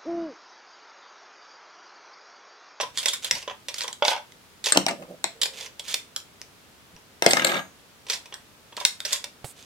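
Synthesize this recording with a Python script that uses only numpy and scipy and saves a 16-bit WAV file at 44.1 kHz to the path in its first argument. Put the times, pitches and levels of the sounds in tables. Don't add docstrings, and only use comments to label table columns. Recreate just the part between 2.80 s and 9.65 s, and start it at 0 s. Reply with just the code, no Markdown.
import sys
import numpy as np
from scipy import signal
from scipy.fft import rfft, irfft, next_fast_len
from scipy.io import wavfile

SR = 44100
rng = np.random.default_rng(int(sys.argv[2]) if len(sys.argv) > 2 else 0)


def inscribe(sig):
    pcm = np.round(np.clip(np.atleast_2d(sig).T, -1, 1) * 32767)
    wavfile.write(sys.argv[1], SR, pcm.astype(np.int16))


N = 302085
TIME_S = np.arange(N) / SR

# low_hz, high_hz
REGISTERS = [(150, 1200), (1200, 2800), (2800, 6500), (6500, 16000)]
# centre_hz, width_hz, gain_db
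TUBE_MODES = [(437, 128, 1.5), (582.3, 23.2, 7.5), (647, 27.5, -14), (852, 14, -11.5), (1009, 146.4, 10),
              (1538, 88, -7.5), (1916, 99, -3.5), (3304, 567, 4.5), (4883, 223, -4), (5906, 683, 7),
              (6597, 707, 8.5)]
# centre_hz, width_hz, gain_db
DESK_MODES = [(150.8, 13.4, 6.5), (192.5, 13, 14), (264.2, 28, 6.5), (299, 28, 4), (338.4, 58, 5.5),
              (488.6, 70, -1.5), (578.2, 126, 8.5), (678.8, 29.6, 4.5), (772, 22, 5.5), (1215.6, 12.7, 8.5),
              (2110, 46, 3.5), (3240, 800, 0)]
# freq_hz, level_db
PLASTIC_COLOUR = [(100, -49.5), (300, -16.5), (500, 3.5), (1200, 3.5), (3500, 18), (6000, 14.5),
                  (9500, 4.5), (12000, -2.5), (16000, -6.5)]
# freq_hz, level_db
BOARD_COLOUR = [(70, -14), (180, -5), (600, 1), (1100, 6), (4000, 8.5), (7500, 15), (10000, -10),
                (16000, -22)]
# freq_hz, gain_db
METAL_WET = [(6000, -11), (15000, -12.5)]


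def tube_clicks():
    # start_s, level_db, tilt_db_per_octave, ring_hz, t60_s
    clicks = [(.0093, -23, -0.5, 2693, 0.0665), (.1743, -22.5, 1.37, 6370, 0.0206),
              (0.1827, -25.5, 1.5, 9400, 0.104), (.23, -29.5, 0, 5900, 0.047),
              (0.2583, -14, -0.32, 3630, 0.0307), (.2835, -19.5, 1.5, 3470, 0.054),
              (0.3333, -23.5, 2, 3670, 0.07), (.445, -24.5, 0.5, 3480, 0.047),
              (0.5105, -14, 0.5, 5630, .022), (.5514, -29, -1, 4600, 0.088), (.627, -38.5, -2, 4960, 0.066),
              (.8845, -26, -1, 3510, 0.055), (.942, -30, 1.5, 5500, 0.0184),
              (0.9827, -29.5, 1.5, 5500, 0.052), (1.0079, -26.5, -0.5, 5400, 0.0093),
              (1.017, -28, -1, 3430, 0.0505), (1.036, -34, 4, 4500, 0.0195),
              (1.0789, -27.5, -0.5, 3000, 0.0224), (1.1285, -35.5, 3.5, 7300, 0.0155),
              (1.521, -47.5, -1, 2100, 0.0106), (1.841, -26.5, 1, 3640, 0.086),
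              (1.8578, -24.5, 0.5, 5400, 0.082), (1.8671, -22, -2, 4890, 0.038),
              (2.6152, -19, 1.5, 3490, 0.062), (2.6327, -19, 0.78, 3260, 0.029),
              (2.6564, -24.5, -.5, 5020, 0.0305), (2.8092, -32.5, -1, 3300, 0.043),
              (2.8628, -39, -2, 4880, 0.039), (2.995, -31, -0.08, 3290, 0.0326),
              (3.0805, -33, 2.5, 5300, 0.36), (3.1414, -17, 0.64, 3410, 0.0269),
              (3.3622, -25, 1.5, 10700, 0.016), (3.4014, -46, 0, 4900, 0.0114),
              (3.6158, -36, 0, 5000, 0.00302), (4.164, -51, -3.5, 1700, 0.015),
              (5.267, -42, -3, 2820, 0.041), (5.2987, -19.5, 0.02, 3270, 0.0755),
              (5.3318, -25, 0, 5600, 0.116), (5.457, -41, -2, 3490, 0.051),
              (5.5405, -32.5, 1, 5706, 0.0145), (5.967, -32, -0.5, 4320, 0.0274),
              (6.0011, -30.5, -0.5, 3500, 0.063), (6.0508, -11, 1.35, 2130, 0.017),
              (6.2033, -30, 0, 3730, 0.0106), (6.2509, -24, 0, 6240, 0.066),
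              (6.3222, -23.5, 0.5, 6800, 0.166), (6.33, -19, 3, 6770, 0.0333),
              (6.4411, -27.5, -0.66, 3340, 0.0277)]
    mix_db = [-16.5, -5.5, 1.5, -2]
    out = np.zeros((2, N))
    for start_s, level_db, tilt, ring_hz, t60_s in clicks:
        click = contact(tilted(mix_db, level_db, tilt), PLASTIC_COLOUR, TUBE_MODES, t60_s,
                        ring_hz, ring_db=5, ring_q=14.7, bass_hold=1.343)
        add(out, start_s, in_bag(click))
    return out * amp(3)


def tube_knocks():
    # start_s, level_db
    knocks = [(.0005, -31), (.0311, -35), (0.6771, -35.5), (.6972, -40), (.7099, -43.5), (1.0417, -40),
              (1.0827, -42.5), (5.5244, -44.5), (5.924, -51.5), (5.9751, -38.5), (6.0111, -37.5)]
    mix_db = np.array([2, -12.5, -15, -15.5])
    out = np.zeros((2, N))
    for start_s, level_db in knocks:
        knock = contact(level_db + mix_db, PLASTIC_COLOUR, TUBE_MODES, t60_s=0.0539,
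                        ring_hz=970, ring_db=-5, ring_q=11.2, bass_hold=0.964)
        add(out, start_s, in_bag(knock))
    return out * amp(3)


def dropped_tube():
    # start_s, level_db, tilt_db_per_octave
    drops = [(1.2227, -23, -2), (1.2506, -18, .5), (1.2806, -12.5, 1)]
    # centre_hz, width_hz, relative_db
    body_modes = [(597, 15.8, -3.5), (865, 195, -4), (1488, 59, -1.5), (2206, 104, -9.5), (2730, 36, -13.5),
                  (3228, 95, -5.5), (3455, 200, 0), (4200, 51, -5.5), (5460, 32, -19.5)]
    # pitch_hz, level_db, t60_s
    bag_modes = [(595, -18, .13), (830, -22, .05)]
    chatter_s, chatter_db, hop_s, shrink, loss_db = 1.3145, -25.5, 0.017, 0.94, 3.5
    mix_db = [-1.5, -3, 2.5, -13.5]
    hops = [(chatter_s + hop_s * (1 - shrink ** k) / (1 - shrink), chatter_db - loss_db * k, -1.2)
            for k in range(5)]
    body = [(hz, width_hz, db + 13.5) for hz, width_hz, db in body_modes]
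    out = np.zeros((2, N))
    for start_s, level_db, tilt in drops + hops:
        blow = contact(tilted(mix_db, level_db, tilt), PLASTIC_COLOUR, body, t60_s=0.0338,
                       ring_hz=3360, ring_db=1, ring_q=7.7, bass_hold=1.56)
        add(out, start_s, in_bag(blow))
    add(out, drops[0][0], in_bag(sum(damped_note(*mode) for mode in bag_modes)))
    return out


def desk_landings():
    # start_s, level_db, tilt_db_per_octave, ring_hz, t60_s, boom_db, boom_hz
    hits = [(1.922, -14.5, 2.5, 5360, 0.034, -24.5, 643), (1.948, -28, -2.1, 4500, 0.049, -34, 299),
            (1.9594, -39, -6, 3570, 0.051, -21.5, 624), (1.973, -9, 0.26, 4700, 0.0056, -31, 520),
            (2.0647, -19.5, -1.02, 3100, 0.00575, -15, 648), (2.0837, -21, -0.6, 2960, 0.06, -23.5, 288),
            (2.1089, -33, -2, 2880, 0.031, -27, 271), (2.2227, -52, -4, 870, 0.047, -36, 608),
            (2.4418, -17, 1.2, 11000, 0.0079, -19, 664.5), (4.4231, -16, -1.43, 5771, 0.00493, -23, 639),
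            (4.442, -29.5, 1, 6000, 0.033, -39.5, 600), (4.4629, -8, -0.69, 2990, 0.0107, -10.5, 498.1),
            (4.508, -19, 3.53, 8480, 0.056, -42.5, 557), (4.533, -14, 0, 6200, 0.0114, -26.5, 478),
            (4.569, -20, -1.5, 1610, 0.0167, -33, 563), (4.647, -13.5, 0.5, 3990, 0.0097, -48, 570),
            (4.668, -22, 0, 4020, 0.0466, -42, 570)]
    mix_db = [-6.5, -3.5, 0.5, -3]
    out = np.zeros((2, N))
    for start_s, level_db, tilt, ring_hz, t60_s, boom_db, boom_hz in hits:
        blow = contact(tilted(mix_db, level_db, tilt), BOARD_COLOUR, DESK_MODES, t60_s,
                       ring_hz, ring_db=0, ring_q=5.28, bass_hold=1.65)
        add(out, start_s, on_desk(blow + damped_note(boom_hz, boom_db, t60_s=0.0345)))
    return out


def chink():
    note = damped_note(pitch_hz=8430, level_db=-5, t60_s=0.022)
    out = np.zeros((2, N))
    add(out, 1.9221, placed(note, lead_samples=9.65, pan_db=5.5, wet=METAL_WET, near_db=-18))
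    return out


def rocking():
    # freq_hz, level_db
    colour = [(100, -24.5), (170, -6.5), (400, -6.5), (600, -2.5), (800, -12.5), (1200, -43), (5000, -27)]
    start_s, swing_s, level_db, loss_db = 2.07, 0.09834, -42, 3
    swings = np.clip((TIME_S - start_s) / swing_s, 0, 3)
    speed = amp(level_db - loss_db * swings) * np.abs(np.sin(np.pi * swings))
    rumble = grains(colour, DESK_MODES, rate_per_s=4000, spread_db=3)
    return on_desk(speed * rumble)[:, :N]


def tumbling():
    # freq_hz, level_db
    colour = [(80, -41.5), (180, -3), (500, -6), (950, -0.5), (1500, -5), (2500, -11), (4000, -17),
              (6500, -29.5), (9000, -35), (15000, -61.5)]
    # centre_hz, width_hz, gain_db
    barrel_modes = [(1274, 71, 7), (1617, 40, 12), (2264, 110, 3), (2943, 160, 0), (3665, 120, 14)]
    start_s, stop_s, release_s, roll_db, growth_db_per_s = 4.425, 4.785, 0.0247, -35, 20
    first_tap_s, spacing_s, tap_db, loss_db = 4.571, 0.0245, -24.5, 1.23
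    mix_db = np.array([-6.5, 3.5, -5.5, -12.5])
    modes = DESK_MODES + barrel_modes
    gate = (TIME_S > start_s) * np.clip(1 - (TIME_S - stop_s) / release_s, 0, 1)
    envelope = gate * amp(roll_db + growth_db_per_s * (TIME_S - start_s))
    out = on_desk(envelope * grains(colour, modes, rate_per_s=4000, spread_db=3))[:, :N]
    for k in range(10):
        tap = contact(tap_db - loss_db * k + mix_db, BOARD_COLOUR, modes, t60_s=0.0246,
                      ring_hz=1595, ring_db=5, ring_q=26, bass_hold=0.84)
        add(out, first_tap_s + k * spacing_s, on_desk(tap))
    return out


def metal_ring():
    # start_s, level_db
    hits = [(4.423, -45), (4.483, -33.5), (4.647, -37)]
    # pitch_hz, gain_db, t60_s
    modes = [(6635, -9, 1.6), (8362, 2, .55), (8452, 2, .5), (10102, -4, .6), (12014, -4, .6),
             (12903, -3, .45), (14090, -8, .4)]
    attack_s, rest_s, damping_db_per_s = 0.003, 4.8, 120
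    out, t = np.zeros(N), np.arange(SR) / SR
    for start_s, level_db in hits:
        ring = sum(amp(db) * decay(t, t60_s) * np.sin(2 * np.pi * (hz * t + rng.random()))
                   for hz, db, t60_s in modes)
        add(out, start_s, amp(level_db) * ring * rise(t, attack_s))
    damping = amp(-damping_db_per_s * np.maximum(TIME_S - rest_s, 0))
    return placed(out * damping, lead_samples=0, pan_db=-1, wet=METAL_WET, near_db=-21.5)[:, :N]


def rustle():
    # start_s, end_s, level_db
    slides = [(0.139, 0.389, -50), (0.419, 0.494, -46.5), (0.502, 0.634, -53), (0.936, 1.05, -50),
              (1.241, 1.337, -39.5), (1.85, 1.921, -40.5), (2.729, 2.88, -50.5), (3.04, 3.082, -52.5),
              (3.072, 3.152, -46.5), (5.279, 5.367, -47), (5.97, 6.052, -56), (6.244, 6.383, -47),
              (6.758, 6.855, -60.5)]
    # freq_hz, level_db
    colour = [(240, -71), (400, -21), (1490, -8), (1870, -5), (2630, -0.5), (3420, 0.5), (5870, -5.5),
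              (6340, -3), (9920, -10.5), (16000, -24)]
    # centre_hz, width_hz, gain_db
    hollow = [(504.5, 115, 12.5)]
    strokes = sum(swell(*slide) for slide in slides)
    slips = amp(9) * grains(colour, hollow, rate_per_s=3500, spread_db=2.5)
    jostle = amp(2) * grains(PLASTIC_COLOUR, TUBE_MODES, rate_per_s=90, spread_db=2)
    return in_bag(strokes * (slips + jostle))[:, :N]


def drag():
    # freq_hz, level_db
    colour = [(300, -45.5), (420, -10), (460, -2.5), (495, -2.5), (550, -14.5), (800, -45)]
    stroke = swell(start_s=2.517, end_s=2.92, level_db=-50.5)
    return in_bag(stroke * noise(N, colour))[:, :N]


def low_thuds():
    # start_s, level_db
    thuds = [(0.517, -41), (1.972, -47.5), (4.129, -47), (4.462, -42)]
    out, t = np.zeros(N), np.arange(SR // 4) / SR
    envelope = rise(t, attack_s=0.0078) * decay(t, t60_s=0.204)
    for start_s, level_db in thuds:
        rumble = noise(len(t), [(20, -1), (70, -3), (190, 5), (450, -26), (1200, -60.5)])
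        add(out, start_s, amp(level_db) * envelope * rumble)
    return out


def bump():
    start_s, level_db, push_hz, left_right_db = 6.644, -27, 130, [[-3.5], [3]]
    out, t = np.zeros(N), np.arange(SR // 8) / SR
    push = np.sin(2 * np.pi * push_hz * t) * rise(t, attack_s=0.00124) * decay(t, t60_s=0.048)
    knock = noise(len(t), [(40, -20.5), (700, 0.5), (1300, -18), (4000, -14), (12000, -38)])
    knock *= amp(-5) * decay(t, t60_s=0.058)
    hiss = noise(len(t), [(6000, -8.5), (8200, 3.5), (16000, -12)])
    hiss *= amp(-16.5) * np.interp(t, [0, 0.07, 0.09], [1, 0.6, 0])
    add(out, start_s, amp(level_db) * (push + knock + hiss))
    return out * amp(left_right_db)


def room_tone():
    # freq_hz, level_db
    colour = [(15, -60.5), (25, -17.5), (102, -4), (130, -6.5), (263, -6.5), (344, -9.5), (405, -8.5),
              (451, -7.5), (503, -9.5), (734, -12), (1330, -11.5), (1890, -14), (3520, -15), (16000, -27)]
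    return amp(-53.5) * unit(coloured(diffuse(N), colour))


def contact(levels_db, colour, body, t60_s, ring_hz, ring_db, ring_q, bass_hold):
    t = np.arange(SR // 6) / SR
    crack = coloured(rng.standard_normal(len(t)), colour) * rise(t, attack_s=0.000082)
    modes = list(body) + [(ring_hz, ring_hz / ring_q, ring_db)]
    bass = resonate(crack * decay(t, t60_s * bass_hold), modes)
    upper = resonate(crack * decay(t, t60_s), modes)
    out = np.zeros(len(t))
    for level_db, band_hz, x in zip(levels_db, REGISTERS, (bass, upper, upper, upper)):
        part = signal.sosfilt(signal.butter(2, band_hz, 'band', fs=SR, output='sos'), x)
        out += amp(level_db) * part / np.std(part[:SR // 100])
    return out


def tilted(mix_db, level_db, tilt_db_per_octave):
    octaves = np.mean(np.log2(REGISTERS), axis=1)
    return level_db + np.array(mix_db) + tilt_db_per_octave * (octaves - octaves[2])


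def damped_note(pitch_hz, level_db, t60_s):
    t = np.arange(SR // 6) / SR
    swing = amp(level_db) * decay(t, t60_s) * np.sin(2 * np.pi * pitch_hz * t)
    return signal.sosfilt(signal.butter(2, 0.6 * pitch_hz, 'high', fs=SR, output='sos'), swing)


def grains(colour, modes, rate_per_s, spread_db):
    sizes = rng.standard_normal(N) * amp(spread_db * rng.standard_normal(N))
    impulses = unit(sizes * (rng.random(N) < rate_per_s / SR))
    return unit(resonate(coloured(impulses, colour), modes))


def in_bag(x):
    # freq_hz, gain_db
    wet = [(200, -12.5), (900, 0), (2000, -3), (6000, -7), (14000, -5)]
    return placed(x, lead_samples=-1.585, pan_db=-3, wet=wet, near_db=-13)


def on_desk(x):
    # freq_hz, gain_db
    wet = [(200, 0.5), (600, -5), (1500, -1.5), (6000, -7), (14000, -5.5)]
    return placed(x, lead_samples=9.27, pan_db=2, wet=wet, near_db=0)


def placed(x, lead_samples, pan_db, wet, near_db):
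    # freq_hz, t60_s
    room_decay = [(150, 0.282), (500, 0.2), (1500, 0.2444), (5000, 0.234), (9000, 0.25), (15000, 0.164)]
    # freq_hz, level_db
    near_colour = [(250, -10.5), (1500, 0), (16000, -0.5)]
    size = SR // 2
    t = np.arange(size) / SR
    hz, frame_s, spectra = signal.stft(diffuse(size), SR, nperseg=256)
    t60_s = along(room_decay, hz)[:, None]
    equal_energy = np.sqrt(2 * np.log(1000) / (t60_s * SR))
    fade = amp(along(wet, hz)[:, None]) * decay(frame_s, t60_s) * equal_energy
    tail = signal.istft(spectra * fade, SR, nperseg=256)[1][:, :size]
    near = coloured(diffuse(size), near_colour) * decay(t, t60_s=0.00755)
    response = tail * np.clip(t / 0.00158, 0, 1) + amp(near_db) * near / np.linalg.norm(near[0])
    out = signal.fftconvolve(x[None], response, axes=1)
    sides = np.array([[0.5], [-0.5]])
    lead_s = (lead_samples + rng.normal(0, 0.792)) / SR
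    direct = filtered(x, lambda f: amp(pan_db * sides) * np.exp(2j * np.pi * f * sides * lead_s))
    add(out, 0, direct)
    return out


def diffuse(size):
    # freq_hz, coherence
    likeness = [(30, 0.5), (200, 0.566), (600, 0.551), (1500, 0.059), (4000, 0.049), (12000, 0.12)]

    def mid_side_gains(hz):
        angle = np.arccos(np.clip(along(likeness, hz), -1, 1)) / 2
        return np.array([np.cos(angle), np.sin(angle)])

    mid, side = filtered(rng.standard_normal((2, size)), mid_side_gains)
    return np.array([mid + side, mid - side])


def amp(db):
    return 10 ** (np.asarray(db) / 20)


def unit(x):
    return x / np.sqrt(np.mean(x ** 2) + 1e-20)


def rise(t, attack_s):
    return 1 - np.exp(-t / attack_s)


def decay(t, t60_s):
    return amp(-60 * t / t60_s)


def swell(start_s, end_s, level_db):
    progress = np.clip((TIME_S - start_s) / (end_s - start_s), 0, 1)
    return amp(level_db) * np.sqrt(np.abs(np.sin(np.pi * progress)))


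def along(points, hz):
    freqs_hz, values = np.transpose(points)
    return np.interp(np.log(hz + 1), np.log(freqs_hz + 1), values)


def filtered(x, response):
    size = x.shape[-1]
    padded = next_fast_len(size + size // 8)
    return irfft(rfft(x, padded) * response(np.fft.rfftfreq(padded, 1 / SR)), padded)[..., :size]


def coloured(x, colour):
    return filtered(x, lambda hz: amp(along(colour, hz)))


def noise(size, colour):
    return unit(coloured(rng.standard_normal(size), colour))


def resonate(x, modes):
    return x + sum(amp(db) * signal.lfilter(*signal.iirpeak(hz, hz / width_hz, SR), x)
                   for hz, width_hz, db in modes)


def add(track, start_s, sound):
    part = track[..., max(round(start_s * SR), 0):][..., :sound.shape[-1]]
    part += sound[..., :part.shape[-1]]


def scene():
    bag = tube_clicks() + tube_knocks() + dropped_tube() + rustle() + drag()
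    impacts = desk_landings() + low_thuds()
    pieces = rocking() + tumbling() + metal_ring() + chink()
    return bag + impacts + pieces + bump() + room_tone()


def record(dry):
    cutoff_hz = 16000
    clipped = dry / (1 + np.abs(dry) ** 8) ** (1 / 8)
    return filtered(clipped, lambda hz: 1 / (1 + (hz / cutoff_hz) ** 120))


dry = scene()
out = record(dry)
inscribe(out)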